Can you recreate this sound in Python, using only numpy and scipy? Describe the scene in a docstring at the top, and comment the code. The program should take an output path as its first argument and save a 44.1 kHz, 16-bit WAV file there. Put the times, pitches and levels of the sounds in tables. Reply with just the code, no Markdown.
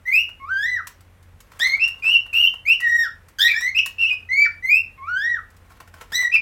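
"""A cockatiel courts its mate on top of a humming refrigerator in the corner of a bare room.
Its syrinx whistles short gliding notes, some pure and some rasping with fluttering membranes,
their overtones coloured by throat and beak. Beaks click; feet tap and feathers brush the top panel.
The close walls make each glide beat against its own echo."""
import sys
import numpy as np
from scipy import signal
from scipy.fft import rfft, irfft, next_fast_len
from scipy.io import wavfile
from scipy.ndimage import uniform_filter1d

SR = 44100
rng = np.random.default_rng(int(sys.argv[2]) if len(sys.argv) > 2 else 0)


def transcribe(signal):
    """Save signal, clipped to [-1, 1], as a 16-bit WAV file at the path in sys.argv[1]."""
    frames = np.atleast_2d(signal).T
    limited = np.clip(frames, -1, 1)
    pcm = np.round(limited * 32767).astype(np.int16)
    wavfile.write(sys.argv[1], SR, pcm)


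N = 282681
TIME = np.arange(N) / SR
CUTOFF_HZ = 16300
SCOOP_S = .018   # time constant of a note's slide up onto its pitch

# bright spectrum of a beak or claw click: (frequency [Hz], level [dB])
CLICK_COLOUR = [(400, -19.5), (1200, 7.5), (3000, -1), (9000, 0), (16000, -4.5)]
# duller spectrum of the top panel when touched: (frequency [Hz], level [dB])
PANEL_COLOUR = [(100, -7), (650, -3.5), (1200, 3.5), (2200, -5), (4000, -13), (16000, -20)]


def from_db(db):
    return 10 ** (np.asarray(db) / 20)


def rms_one(x):
    return x / np.sqrt(np.mean(x ** 2) + 1e-20)


def follow(rows, t):
    """The columns of a breakpoint curve at times t."""
    times, *columns = np.transpose(rows)
    return [np.interp(t, times, column) for column in columns]


def at_hz(points, hz):
    """A spectrum read on a log-frequency axis."""
    freqs, values = np.transpose(points)
    return np.interp(np.log(np.maximum(hz, 1)), np.log(freqs), values)


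def coloured_noise(spectrum, size):
    """Noise of rms 1 with the given spectrum."""
    hz = np.fft.rfftfreq(size, 1 / SR)
    return rms_one(irfft(rfft(rng.standard_normal(size)) * from_db(at_hz(spectrum, hz)), size))


def waver(rate_hz, size):
    """Smooth random modulation of rms 1."""
    pole = np.exp(-2 * np.pi * rate_hz / SR)
    return rms_one(signal.lfilter([1], [1, -2 * pole, pole ** 2], rng.standard_normal(2 * size))[size:])


def add(track, start_s, sound):
    """Lay a sound into a track."""
    at = max(int(start_s * SR), 0)
    track[at:at + len(sound)] += sound[:len(track) - at]


def reflections(t, order=14, sound_speed=343):
    """Mirror images of the bird in the walls, then a diffuse wash, relative to the direct sound."""
    room_m, bird_m, microphone_m = (3.3, 2.6, 2.8), (.62, .47, 1.72), (.87, .66, 1.83)
    mirrors = np.mgrid[(slice(-order, order + 1),) * 3].reshape(3, -1).T
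    images = mirrors * np.array(room_m) + np.where(mirrors % 2, np.subtract(room_m, bird_m), bird_m)
    path = np.linalg.norm(images - microphone_m, axis=1)
    direct = path.min()
    lag = np.round((path - direct) / sound_speed * SR).astype(int)
    polarity = (-1.) ** mirrors.sum(axis=1)
    early = np.bincount(lag, (lag > 0) * polarity * direct / path, len(t))[:len(t)]
    late = direct * np.sqrt(4 * np.pi * sound_speed / (np.prod(room_m) * SR)) * rng.standard_normal(len(t))
    return np.where(t < (order - 1) * min(room_m) / sound_speed, early, late)


def room(x, wet_db=0.03):
    """Direct sound plus the ring of bare walls, whose treble dies first."""
    # reverb decay by band: (frequency [Hz], T60 [s])
    decay = [(2500, 0.27), (5500, 0.26), (9000, 0.14), (16000, 0.22)]
    centres, t60s = np.transpose(decay)
    t = TIME[:SR * 2 // 3]
    hz, echoes = np.fft.rfftfreq(len(t), 1 / SR), rfft(reflections(t))
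    response = 0
    for share, t60 in zip(np.eye(len(centres)), t60s):
        band = irfft(echoes * at_hz(np.c_[centres, share], hz), len(t))
        response += band * from_db(-60 * t / t60)
    return x + from_db(wet_db) * signal.fftconvolve(x, response)[:N]


def refrigerator(unsteady=0.24, rush_db=-54.5):
    """Wavering compressor tones over a soft rush of air."""
    # compressor tones: (frequency [Hz], level [dB])
    tones = [(39.2, -61.5), (60, -65), (85.5, -59.5), (89.2, -56), (170, -77.5), (236, -78.5)]
    # spectrum of the rush: (frequency [Hz], level [dB])
    rush_colour = [(18, -30), (30, 0), (95, -6), (374, -19.5), (499, -17), (632, -20.5), (1960, -22.5),
                   (4910, -37.5), (13300, -39), (16000, -46)]
    hum = 0
    for hz, db in tones:
        tone = np.sqrt(2) * np.sin(2 * np.pi * (hz * TIME + rng.random()))
        hum += from_db(db) * tone * (1 + unsteady * waver(2.2, N))
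    return hum + from_db(rush_db) * coloured_noise(rush_colour, next_fast_len(N))[:N]


def scuffle(grain_db=4):
    """Feathers and claws brush the panel, soft and grainy, while the birds move."""
    # brushing envelope: (time [s], level [dB])
    brushing = [(1.38, -77), (1.56, -55), (2.1, -60.5), (2.7, -72), (5.5, -71.5), (5.72, -59.5),
                (5.91, -68.5), (5.99, -49.5), (6.08, -60.5)]
    level_db, = follow(brushing, TIME)
    envelope = from_db(level_db + grain_db * waver(50, N))
    return envelope * coloured_noise(PANEL_COLOUR, next_fast_len(N))[:N]


def knocks(events, colour, t60, gain_db, rise_s=.002):
    """Each contact is a short burst of dense, quickly dying vibration."""
    out, t = np.zeros(N), TIME[:SR // 10]
    for start_s, level_db in events:
        envelope = from_db(level_db + gain_db - 60 * t / t60) * np.minimum(t / rise_s, 1)
        add(out, start_s, coloured_noise(colour, len(t)) * envelope)
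    return out


def claws(count=28, mean_db=-52, spread_db=4):
    """Faint random ticks of claws as the birds shuffle about."""
    draws = rng.random((count, 2))
    ticks = [(when * TIME[-1], mean_db + spread_db * (2 * force - 1)) for when, force in draws]
    return knocks(ticks, CLICK_COLOUR, t60=0.0054, gain_db=-3.5)


def feet():
    """Feet land on the top panel with dull taps."""
    # footfalls: (time [s], relative level [dB])
    steps = [(.289, -40.5), (1.518, -41), (1.598, -33.5), (1.768, -39), (1.878, -59), (2.04, -34.5),
             (2.078, -31.5), (2.2614, -42.5), (2.5367, -36.5), (4.128, -39.5), (5.8018, -34),
             (5.8746, -40.5), (5.939, -38), (6.0103, -29.5), (6.1186, -28.5), (6.2229, -32)]
    return knocks(steps, PANEL_COLOUR, t60=0.062, gain_db=-2.5)


def beaks():
    """Hard beaks make short, bright clicks."""
    # beak contacts: (time [s], relative level [dB])
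    clicks = [(.870, -26.5), (1.006, -47), (1.226, -50.5), (1.403, -39.5), (1.516, -48), (1.592, -28.5),
              (1.669, -29.5), (1.878, -32.5), (2.332, -34), (2.803, -30), (3.284, -42.5), (3.607, -30.5),
              (3.859, -22.5), (5.502, -51), (5.565, -49), (6.341, -32)]
    return knocks(clicks, CLICK_COLOUR, t60=0.053, gain_db=-2.0)


def moments(length_s, count=200):
    """Times within a note, and the share of it that has gone by."""
    share = np.linspace(0, 1, count)
    return share * length_s, share


def effort(t, attack_s, start_db, release_s, end_db):
    """Attack, hold and release of a note, in dB from its full level."""
    return start_db * np.maximum(1 - t / attack_s, 0) + end_db * np.maximum(1 - (t[-1] - t) / release_s, 0)


def dip(t, after_s, depth_db, width_s=.018):
    """A brief hollow in the fundamental, in dB."""
    return depth_db * np.exp(-((t - after_s) / width_s) ** 2)


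def tune(shape, length_s, low_hz, high_hz, level_db, overtone_db):
    """A practised tune stretched to a length and range: curves of time, pitch, level and overtones."""
    share, climb, loud_db, bright_db = np.transpose(shape)
    pitch = low_hz * (high_hz / low_hz) ** climb
    return (share - share[0]) * length_s, pitch, level_db + loud_db, overtone_db + bright_db


def rise(*settings):
    """A whistle that pauses on a step and then climbs."""
    # rising tune: (time [share of length], pitch [share of range], level [dB], overtones [dB])
    shape = [(0, 0.059, -26, -7.5), (.15, .22, -5, -5), (.33, .29, -9.5, 0), (.47, .62, 1, -0.5),
             (.645, .745, 1.5, -3.5), (.8, .895, -4.5, -0.5), (1, 0.96, -15, 0)]
    return tune(shape, *settings)


def arch(length_s, low_hz, high_hz, level_db, overtone_db, flat, step_share=0.28, step_width=.13):
    """A whistle that climbs three steps and falls away; the first step may land flat."""
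    # arched tune: (time [share of length], pitch [share of range], level [dB], overtones [dB])
    shape = [(0, .02, -30.5, -4), (.12, 0.045, -14.5, -14), (.205, 0.24, -13.5, -9),
             (.275, 0.57, -2.5, -6.5), (.41, 0.58, 0.5, -1), (.555, 0.73, 0.5, 9.5), (.645, .93, -1.5, 7),
             (.785, 0.98, 0.5, 2), (.885, 0.91, -2.5, 3), (1, 0.215, -12, -22)]
    t, pitch, loud_db, bright_db = tune(shape, length_s, low_hz, high_hz, level_db, overtone_db)
    bend = -flat * np.exp(-((t / length_s - step_share) / step_width) ** 2)
    return t, pitch * 2 ** (bend / 12), loud_db, bright_db


def glide(from_hz, to_hz, share, semitones):
    """An even slide between two pitches, with a bend on top."""
    return from_hz * (to_hz / from_hz) ** share * 2 ** (semitones / 12)


def sweep(length_s, from_hz, to_hz, scoop, level_db, dip_s, dip_db, first_overtone_db, last_overtone_db):
    """A note scooped from below that starts bright and mellows as it glides."""
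    t, share = moments(length_s)
    pitch = glide(from_hz, to_hz, share, semitones=-scoop * np.exp(-t / SCOOP_S))
    loud_db = effort(t, attack_s=0.036, start_db=-15, release_s=0.018, end_db=-5.5)
    bright_db = first_overtone_db + (last_overtone_db - first_overtone_db) * share
    hollow_db = dip(t, dip_s, dip_db)
    return t, pitch, level_db + loud_db + hollow_db, bright_db - hollow_db


def chirp(length_s, from_hz, to_hz, warble_s, depth, width_s, level_db, swell_db, overtone_db, scoop=1.3):
    """A short high glide whose pitch swings once, overshooting before and after."""
    t, share = moments(length_s)
    away = ((t - warble_s) / width_s) ** 2
    warble = depth * (1 - 2 * away) * np.exp(-away)
    pitch = glide(from_hz, to_hz, share, semitones=warble - scoop * np.exp(-t / SCOOP_S))
    loud_db = effort(t, attack_s=0.036, start_db=-12, release_s=0.024, end_db=-13.5)
    loud_db += swell_db * (share - .5)
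    thin_db = -2.5 * warble   # the voice thins as it flicks up and fills as it dips
    return t, pitch, level_db + loud_db + thin_db, overtone_db - thin_db


def held(length_s, from_hz, to_hz, bow, plunge_s, plunge, level_db, dip_s, dip_db, overtone_db,
         brighten_db=17, dull_db=-19):
    """A gently curved whistle that grows brighter, then drops in pitch and goes dull."""
    t, _ = moments(length_s)
    hold_s = length_s - plunge_s
    share, fall = np.minimum(t / hold_s, 1), np.maximum(t - hold_s, 0) / plunge_s
    pitch = glide(from_hz, to_hz, share, semitones=bow * np.sin(np.pi * share) - plunge * fall)
    loud_db = effort(t, attack_s=0.039, start_db=-19, release_s=0.044, end_db=-12.5)
    bright_db = overtone_db + brighten_db * (share - .5) + dull_db * fall
    hollow_db = dip(t, dip_s, dip_db)
    return t, pitch, level_db + loud_db + hollow_db, bright_db - hollow_db


def syrinx(curves, rasp, tilt, nasal_db=0):
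    """One whistle: a fundamental, overtones coloured by the throat, and rasp from fluttering membranes."""
    # how throat and beak pass the overtones: (frequency [Hz], gain [dB])
    throat = [(2200, 13.5), (3000, -5), (3700, -5), (4700, -7.5), (5600, -5.5), (6700, -16.5),
              (7800, -14.5), (9200, -27), (10700, -27), (12700, -17), (15500, -24)]
    # spectrum of the breath: (frequency [Hz], level [dB])
    breath_colour = [(500, -30), (1300, 3), (2700, -8), (3700, -2.5), (7000, -15.5), (16000, -18.5)]
    attack_s, release_s, settle_s, voice_db = 0.0034, .008, 0.083, -2.0
    flutter_hz, flutter_depth, flutter_bend = 92, 0.55, 0.07
    nasal_hz, nasal_octaves = 3650, 0.29
    t = np.arange(0, curves[0][-1] + release_s, 1 / SR)
    size = len(t)
    pitch, level_db, overtone_db = follow(np.column_stack(curves), t)
    pitch = uniform_filter1d(pitch, SR // 100, mode="nearest")   # muscles round the corners of a glide
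    # a harsh note starts with fluttering membranes, then settles; a plunge breaks the tone up again
    plunge = np.clip(-np.gradient(np.log2(pitch)) * SR - 6, 0, 10)   # octaves per second beyond 6
    strain = rasp * np.exp(-t / settle_s)
    rough = np.minimum(strain + 0.084 * plunge, 1)
    flutter_rate = flutter_hz * (1 + 0.11 * waver(30, size))
    flutter = rough * np.sin(2 * np.pi * np.cumsum(flutter_rate) / SR)
    jitter = .0022 * waver(120, size)
    wobble = 0.03 * rasp * waver(38, size)
    chaos = .035 * rough * waver(600, size)
    pitch = pitch * (1 + jitter + wobble + chaos + flutter_bend * flutter)
    phase = 2 * np.pi * np.cumsum(pitch) / SR
    tone = np.sin(phase)
    for k in range(2, int(CUTOFF_HZ / pitch.min()) + 1):
        hz = k * pitch
        colour_db = at_hz(throat, hz) + tilt * np.log2(hz / 5000)
        ring_db = nasal_db * np.exp(-(np.log2(hz / nasal_hz) / nasal_octaves) ** 2)
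        shimmer_db = 3.5 * waver(28, size)
        tone += from_db(overtone_db + colour_db + ring_db + shimmer_db) * (hz < SR / 2) * np.sin(k * phase)
    # unequal alternate cycles put weak tones either side of the fundamental, growing with the rasp
    halves = from_db(-8.5) * np.sin(phase / 2) + np.sin(phase + phase / 2)
    half_db = -35 + 16.5 * np.log10(rasp + 1e-9)
    # strain lets more air hiss past
    breath = (from_db(-52) + from_db(-21) * strain) * coloured_noise(breath_colour, size)
    voice = np.sqrt(2) * (tone + from_db(half_db) * halves) + breath
    gate = np.clip(t / attack_s, 0, 1) * np.clip((t[-1] - t) / release_s, 0, 1)
    return from_db(level_db + voice_db) * gate * voice * (1 + flutter_depth * flutter)


def cockatiel():
    """The courtship song: five kinds of gesture steer the pitch, level and brightness of the syrinx."""
    # rising whistles: (time [s], length [s], low [Hz], high [Hz], relative level [dB], overtones [dB],
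    # rasp [0-1], tilt [dB/octave])
    rises = [(0.053, .188, 1833, 2950, -12.5, -22, 0.23, 6.5),
             (4.623, 0.19, 1899, 2789, -11.5, -22, 0.05, 3)]
    # long arched whistles: (time [s], length [s], low [Hz], high [Hz], relative level [dB],
    # overtones [dB], first step flat by [semitones], rasp [0-1], tilt [dB/octave])
    arches = [(0.397, .415, 1063, 2044, -19.5, -24, -.1, 0.23, -4.5),
              (4.976, .42, 1063, 1957, -21, -25, 0.98, 0.24, -8.5)]
    # warbled chirps: (time [s], length [s], from [Hz], to [Hz], warble after [s], warble [semitones],
    # warble width [s], relative level [dB], swell [dB], overtones [dB], rasp [0-1], tilt [dB/octave])
    chirps = [(1.795, 0.08, 2620, 2873, .054, 0, 0.026, -13, -2, -17.5, .23, -8),
              (2.022, 0.16, 2566, 3009, 0.14, -1.2, .028, -14, 7.5, -23.5, 0.4, 3),
              (2.328, 0.17, 2661, 3040, 0.12, -1.48, 0.026, -13.5, -2, -24.5, 0.43, 8),
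              (3.478, .066, 2549, 2293, 0.074, -0.25, 0.025, -13.5, -1.5, -20.5, 0.5, 3),
              (3.747, .076, 2602, 2883, .052, -1.57, .013, -11.5, -4, -18.5, 0.2, -3.5),
              (3.982, 0.17, 2839, 2550, 0.1, 2.02, .027, -17.5, -4, -22, 0.4, -0.5),
              (6.316, 0.054, 2510, 2680, 0.057, -2, 0.023, -7, 8.5, -20, 0.34, -15)]
    # held whistles: (time [s], length [s], from [Hz], to [Hz], bow [semitones], plunge length [s],
    # plunge [semitones], relative level [dB], dip after [s], dip [dB], overtones [dB], rasp [0-1],
    # tilt [dB/octave])
    holds = [(2.799, .28, 1919, 1850, 0.1163, 0.045, 5.6, -18, 0.013, -1, -21.5, 0.4, 0),
             (4.288, .184, 1955, 2332, .8, .026, 8.8, -11.5, 0.071, -14, -19, 0.09, -7.5)]
    # harsh upsweeps: (time [s], length [s], from [Hz], to [Hz], scoop [semitones], relative level [dB],
    # dip after [s], dip [dB], first overtones [dB], last overtones [dB], rasp [0-1], tilt [dB/octave],
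    # nasal ring of the open beak [dB])
    sweeps = [(1.597, .16, 1921, 2225, 3.85, -15.5, 0.12, -2, -.5, -22.5, 0.39, -6, 3.5),
              (2.652, 0.091, 2322, 2917, 2.4, -11, 0.0037, -6.5, -21.5, -22, 0.27, 2.5, -1),
              (3.385, 0.1, 1548, 2083, 0.3, -13.5, 0.046, -8.5, -2, -13, .65, 0.5, 13),
              (3.533, .165, 1677, 2147, .5, -17.5, .072, -23, -12.5, -14, 0.5, -6, -2),
              (6.122, .151, 2000, 1963, 3.9, -16.5, 0.04, -8.5, 2, -17, 0.49, -4.5, -3.5)]
    song = np.zeros(N)
    for gesture, notes in (rise, rises), (arch, arches), (chirp, chirps), (held, holds):
        for start_s, *settings, rasp, tilt in notes:
            add(song, start_s, syrinx(gesture(*settings), rasp, tilt))
    for start_s, *settings, rasp, tilt, nasal_db in sweeps:
        add(song, start_s, syrinx(sweep(*settings), rasp, tilt, nasal_db))
    return song


def scene():
    """The birds ring in the room over the bed of refrigerator hum, in mono."""
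    birds = beaks() + feet() + cockatiel() + claws() + scuffle()
    return (room(birds) + refrigerator())[None]


def record(dry):
    """The microphone drops the deepest bass; the top is cut steeply."""
    dry = signal.sosfilt(signal.butter(8, 31, "high", fs=SR, output="sos"), dry)
    return signal.sosfilt(signal.ellip(10, .2, 80, CUTOFF_HZ, fs=SR, output="sos"), dry)


dry = scene()
out = record(dry)
transcribe(out)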